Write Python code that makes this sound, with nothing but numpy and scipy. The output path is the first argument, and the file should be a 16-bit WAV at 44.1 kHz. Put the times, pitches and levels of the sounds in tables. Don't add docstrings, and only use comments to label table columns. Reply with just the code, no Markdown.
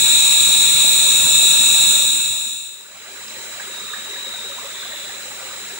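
import sys
import numpy as np
from scipy import signal
from scipy.fft import rfft, irfft, next_fast_len
from scipy.io import wavfile
from scipy.ndimage import uniform_filter1d

SR = 44100
rng = np.random.default_rng(int(sys.argv[2]) if len(sys.argv) > 2 else 0)


def wav_record(signal):
    frames = np.transpose(np.atleast_2d(signal))
    bounded = np.clip(frames, -1, 1)
    quanta = np.round(bounded * 32767).astype(np.int16)
    wavfile.write(sys.argv[1], SR, quanta)


N = 255339
TIME = np.arange(N) / SR
GROVE_END_S = 3.005


def gain_of(db):
    return 10 ** (np.asarray(db) / 20)


def unit_rms(x):
    return x / np.sqrt(np.mean(x ** 2) + 1e-20)


def value_at(points, hz):
    f, value = np.transpose(points)
    return np.interp(np.log(hz + 1), np.log(f + 1), value)


def pan(db):
    return gain_of(np.array([[db], [-db]]) / 2)


def add(mix, start_s, sound):
    part = mix[max(round(start_s * SR), 0):][:len(sound)]
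    part += sound[:len(part)]


def drift(per_s):
    knots = rng.standard_normal(1024)
    return np.interp(TIME * per_s, np.arange(len(knots)), knots)


def ramp(start_s, end_s):
    return np.clip((TIME - start_s) / (end_s - start_s), 0, 1)


def arch_over(start_s, end_s):
    return np.sin(np.pi * ramp(start_s, end_s))


def forest(x, wet_db, t60_s):
    t = np.arange(SR // 2) / SR
    scatter = rng.standard_normal((2, len(t))) * gain_of(-60 * t / t60_s) * (t > .003)
    scatter /= np.linalg.norm(scatter, axis=1, keepdims=True)
    size = next_fast_len(N, True)
    echo = irfft(rfft(x, size) * rfft(scatter, size), size)[:, :N]
    return x + gain_of(wet_db) * echo


def cricket(hz, fall_hz, per_s, duty=.55, unsteady=.008, waver_hz=16, grit=0.36):
    pace = per_s * (1 + unsteady * drift(6))
    stroke = (rng.random() + np.cumsum(pace) / SR) % 1
    along_file = np.minimum(stroke / duty, 1)
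    pitch = hz + fall_hz * (.5 - along_file) + waver_hz * drift(70)
    teeth = 1 + grit * drift(900)
    return teeth * np.sin(np.pi * along_file) * np.sin(2 * np.pi * np.cumsum(pitch) / SR)


def chorus(hz, spread_hz, fall_hz, per_s, db, pan_db, count=4):
    voices = np.zeros((2, N))
    for detune in np.linspace(-.5, .5, count):
        voice = cricket(hz + spread_hz * detune, fall_hz, per_s * (1 + .12 * rng.uniform(-1, 1)))
        distant = unit_rms(forest(voice, wet_db=9, t60_s=0.48))
        voices += gain_of(-7 * abs(detune)) * distant * pan(0.81 * rng.uniform(-0.38, 1))
    return gain_of(db) * unit_rms(voices) * pan(pan_db)


def ringing_crickets(waver_hz=6, flutter_db=2):
    # pitch_hz, relative_db
    singers = [(2643, -36), (2723, -41), (3801, -29), (3907, -26), (7004, -35), (7193, -33), (7387, -47),
               (7498, -33.5), (7735, -32.5), (7889, -32), (8368, -30)]
    out = np.zeros((2, N))
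    for hz, db in singers:
        for side in out:
            turns = np.cumsum(hz + waver_hz * drift(29.68)) / SR + rng.random()
            flutter = gain_of(flutter_db * drift(20))
            side += gain_of(db) * unit_rms(flutter * np.sin(2 * np.pi * turns))
    return out


def wash(spectrum, likeness, patchy_db):
    frames, hz = N // 256 + 5, np.fft.rfftfreq(1024, 1 / SR)
    a, b, c, d, patches = rng.standard_normal((5, frames, len(hz)))
    patches = unit_rms(uniform_filter1d(uniform_filter1d(patches, size=5, axis=0), size=9, axis=1))
    same = np.clip(value_at(likeness, hz), -1, 1)
    left = a + 1j * b
    right = same * left + np.sqrt(1 - same ** 2) * (c + 1j * d)
    spectra = np.array([left, right]) * gain_of(value_at(spectrum, hz) + patchy_db * patches)
    _, noise = signal.istft(spectra, nperseg=1024, noverlap=768, time_axis=1, freq_axis=2)
    return unit_rms(noise[:, :N])


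def bubble(hz, cycles, rise):
    t = np.arange(SR // 8) / SR
    age = t * hz / cycles
    pitch = hz * (1 + rise * (age - .5))
    attack = 1 - np.exp(-t * hz / 2)
    return attack * np.exp(-age) * np.sin(2 * np.pi * np.cumsum(pitch) / SR)


def babble(per_s, count=48):
    # pitch_hz, relative_db
    sizes = [(220, -18), (400, -11), (550, -4.5), (800, -1.5), (1200, 4.5), (1650, 3.5), (2300, 8.5),
             (3200, -14)]
    out = np.zeros(N)
    for hz in np.geomspace(sizes[0][0], sizes[-1][0], count):
        ring = bubble(hz, cycles=rng.uniform(5.8, 9.9), rise=rng.uniform(0, 0.106))
        bursts = rng.random(N) < per_s / count * np.sqrt(hz / 1000) / SR
        strength = gain_of(value_at(sizes, hz) + 3.1 * np.minimum(rng.exponential(1, N), 3))
        out += signal.oaconvolve(bursts * strength, ring)[:N]
    return unit_rms(out)


def whine(db, pan_db, right_lag_rad, hz=15687.7, level_jitter_db=0.8):
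    tone = np.sqrt(2) * np.sin(2 * np.pi * hz * TIME - np.array([[0], [right_lag_rad]]))
    return gain_of(db + level_jitter_db * drift(60)) * pan(pan_db) * tone


def chirping_cricket(first_s=0.405, every_s=0.513, length_s=0.13):
    gate = sum(arch_over(s, s + length_s) for s in np.arange(first_s, GROVE_END_S, every_s))
    voice = cricket(hz=5880, fall_hz=200, per_s=44)
    return gain_of(-36.5) * gate * unit_rms(forest(voice, wet_db=8, t60_s=0.26))


def grove(surge_db=3.5, slacken_db_per_s=0.86):
    # pitch_hz, spread_hz, fall_hz, strokes_per_s, relative_db, pan_db, swell_share
    kinds = [(2542, 260, 420, 24.5, -29.5, -2, 0.48), (3846, 170, 260, 43, -22, -0.5, 1),
             (3788, 260, 740, 36, -20, 3.5, 0.39), (5650, 600, 700, 39, -43, 1, .3),
             (7184, 450, 700, 73, -20, -1.5, 0.14), (7934, 900, 1100, 24.5, -21, 2.5, 0.25),
             (8940, 1300, 1500, 57, -27.5, 1.5, .2)]
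    # frequency_hz, relative_density_db
    spectrum = [(15, -3), (40, 1), (170, 1.5), (400, -2.5), (720, 0), (950, -2), (1400, 0.5), (2200, -3.5),
                (4200, 7.5), (4800, -9), (5500, 3.5), (8000, 9), (10200, 3.5), (12200, -2.5), (15600, -9.5)]
    # frequency_hz, correlation
    likeness = [(30, 1), (300, 1), (700, 0.78), (1100, 0.058), (2000, 0.011), (2600, 1), (3600, 0.015),
                (8000, 0.34), (14000, 0)]
    swell_db = surge_db * ramp(1.245, 1.375) - slacken_db_per_s * TIME
    insects = sum(chorus(*kind) * gain_of(share * swell_db) for *kind, share in kinds)
    ring = ringing_crickets() * gain_of(1.2 * swell_db)
    rush = gain_of(-22.5) * wash(spectrum, likeness, patchy_db=1.64)
    bubbles = gain_of(-42.5) * forest(babble(per_s=500), wet_db=0, t60_s=0.13)
    chirps = chirping_cricket()
    return insects + ring + chirps + rush + bubbles + whine(db=-27, pan_db=2.5, right_lag_rad=-0.48)


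def hiss(hz, width_hz):
    f = np.fft.rfftfreq(SR // 2, 1 / SR)
    resonance = np.exp(-2 * ((f - hz) / width_hz) ** 2)
    return unit_rms(irfft(resonance * rfft(rng.standard_normal(SR // 2))))


def katydids(every_s=.265, length_s=.28, fall_db_per_s=4):
    # start_s, end_s, first_rasp_db
    phrases = [(0.785, 2.0, -31), (2.65, 2.8, -53), (4.81, 4.95, -49)]
    out, swell = np.zeros((2, N)), signal.windows.hann(round(length_s * SR))
    for start_s, end_s, db in phrases:
        for s in np.arange(start_s, end_s, every_s):
            for side in out:
                rasp = swell * hiss(hz=14400, width_hz=1700)[:len(swell)]
                add(side, s, gain_of(db - fall_db_per_s * (s - start_s)) * rasp)
    return out * pan(1)


def stray_bubbles(per_s, db, hz, octaves, scatter_db=2):
    starts = (np.arange(64) + rng.random(64)) / per_s
    rows = [(s, db + scatter_db * rng.standard_normal(), hz * 2 ** (octaves * rng.standard_normal()))
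            for s in starts]
    return [row for row in rows if row[0] < N / SR]


def single_bubbles(rows, cycles, rise):
    out = np.zeros(N)
    for start_s, db, hz in rows:
        ring = bubble(hz, cycles, rise)
        add(out, start_s, gain_of(db) * ring / abs(ring).max())
    return out


def hollows(lumpy_db=4):
    # pitch_hz, width_hz, level_db, gush_db
    pockets = [(214.5, 43, -59, 0), (388, 54, -55.5, 6), (553, 60, -54, 0)]
    out, gush = np.zeros(N), arch_over(3.7, 4.37)
    for hz, width_hz, db, gush_db in pockets:
        flow = rng.standard_normal(N) * gain_of(lumpy_db * drift(22))
        resonance = signal.iirpeak(hz, hz / width_hz / 1.63, fs=SR)
        ring = signal.lfilter(*resonance, signal.lfilter(*resonance, flow))
        out += gain_of(db + gush_db * gush) * unit_rms(ring)
    return out


def trickle(left_lag_samples=4):
    # start_s, relative_db, pitch_hz
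    loud_plinks = [(3.5983, -22.5, 1600), (3.9366, -19.5, 1680), (4.1586, -24.5, 1670),
                   (4.5191, -29.5, 1240), (4.5822, -29.5, 1010), (4.8307, -26.5, 1530),
                   (4.9222, -26.5, 1790), (5.0958, -25, 1700), (5.4655, -27, 2210), (3.8984, -33, 1190),
                   (3.9305, -27, 1190)]
    # start_s, relative_db, pitch_hz
    loud_gulps = [(3.67, -40.5, 383), (4.438, -38, 460), (4.499, -35.5, 554), (4.644, -30.5, 553),
                  (5.426, -35, 524), (5.529, -38, 552)]
    # frequency_hz, relative_density_db
    spectrum = [(15, -19), (80, -7), (220, -8.5), (550, -6), (800, -7), (1600, 3), (2500, 4.5), (3400, 3),
                (4600, -1.5), (6300, -1), (8500, -1), (10000, -5.5), (12500, -11.5), (15600, -8)]
    # frequency_hz, correlation
    likeness = [(30, 0.99), (500, 1), (1000, 0.92), (1800, 0.15), (2800, 0.81), (4000, 0.24), (8000, 0)]
    faint_plinks = stray_bubbles(per_s=4, db=-33, hz=1650, octaves=-0.28)
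    faint_gulps = stray_bubbles(per_s=4, db=-42, hz=473, octaves=.2)
    plinks = single_bubbles(loud_plinks + faint_plinks, cycles=8.1, rise=0.101)
    gulps = single_bubbles(loud_gulps + faint_gulps, cycles=7.3, rise=0.012)
    small = gain_of(-4.5) * forest(plinks, wet_db=-2, t60_s=0.56) * pan(-8.5)
    large = gain_of(-2.5) * gulps + hollows()
    many = gain_of(-43) * forest(babble(per_s=800), wet_db=-18, t60_s=0.058) * pan(-2.5)
    rush = gain_of(-35) * wash(spectrum, likeness, patchy_db=1.8) * pan(-1.5)
    left, right = small + large + many + rush
    return np.array([np.roll(left, left_lag_samples), right])


def drop(start_s=3.279, db=-33, t60_s=.05):
    out, tick = np.zeros(N), hiss(hz=5150, width_hz=800)
    add(out, start_s, tick * gain_of(db - 60 * TIME[:len(tick)] / t60_s))
    return out


def near_crickets():
    # start_s, end_s, pitch_hz, fall_hz, strokes_per_s, level_db, pan_db
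    trills = [(3.62, 4.11, 3770, 240, 40, -33.5, -0.5), (3.92, 4.73, 3796, 280, 43, -31.5, 3.5),
              (4.65, 5.3, 3980, 240, 40, -35.5, 0.5), (4.52, 5.26, 3580, 760, 37, -36.5, 0),
              (5.26, 5.87, 3700, 300, 41, -46.5, -7)]
    out = np.zeros((2, N))
    for start_s, end_s, hz, fall_hz, per_s, db, pan_db in trills:
        voice = cricket(hz, fall_hz, per_s, unsteady=.04, waver_hz=45.1, grit=0.28)
        bite = gain_of(1.2 * drift(40))
        trill = unit_rms(forest(voice * bite, wet_db=7, t60_s=0.24))
        out += gain_of(db) * pan(pan_db) * arch_over(start_s, end_s) * trill
    return out


def bank():
    # pitch_hz, spread_hz, fall_hz, strokes_per_s, level_db, pan_db
    kinds = [(3934, 160, 330, 41, -40, 0.98), (7180, 670, 970, 18, -40, 1), (7870, 900, 1200, 24.5, -43, 9)]
    water = trickle() + drop()
    insects = sum(chorus(*kind) for kind in kinds) + near_crickets()
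    return water + insects + whine(db=-40, pan_db=.5, right_lag_rad=2.18)


def scene():
    fade_out = (1 - ramp(1.884, GROVE_END_S)) ** 1.85
    fade_in = ramp(2.557, 3.44)
    return gain_of(0.62) * grove() * fade_out + bank() * fade_in + katydids()


def record(dry):
    lowpass = signal.firwin(2047, cutoff=15760, window=("kaiser", 8), fs=SR)
    return signal.oaconvolve(np.clip(dry, -1, 1), lowpass[None], "same")


dry = scene()
out = record(dry)
wav_record(out)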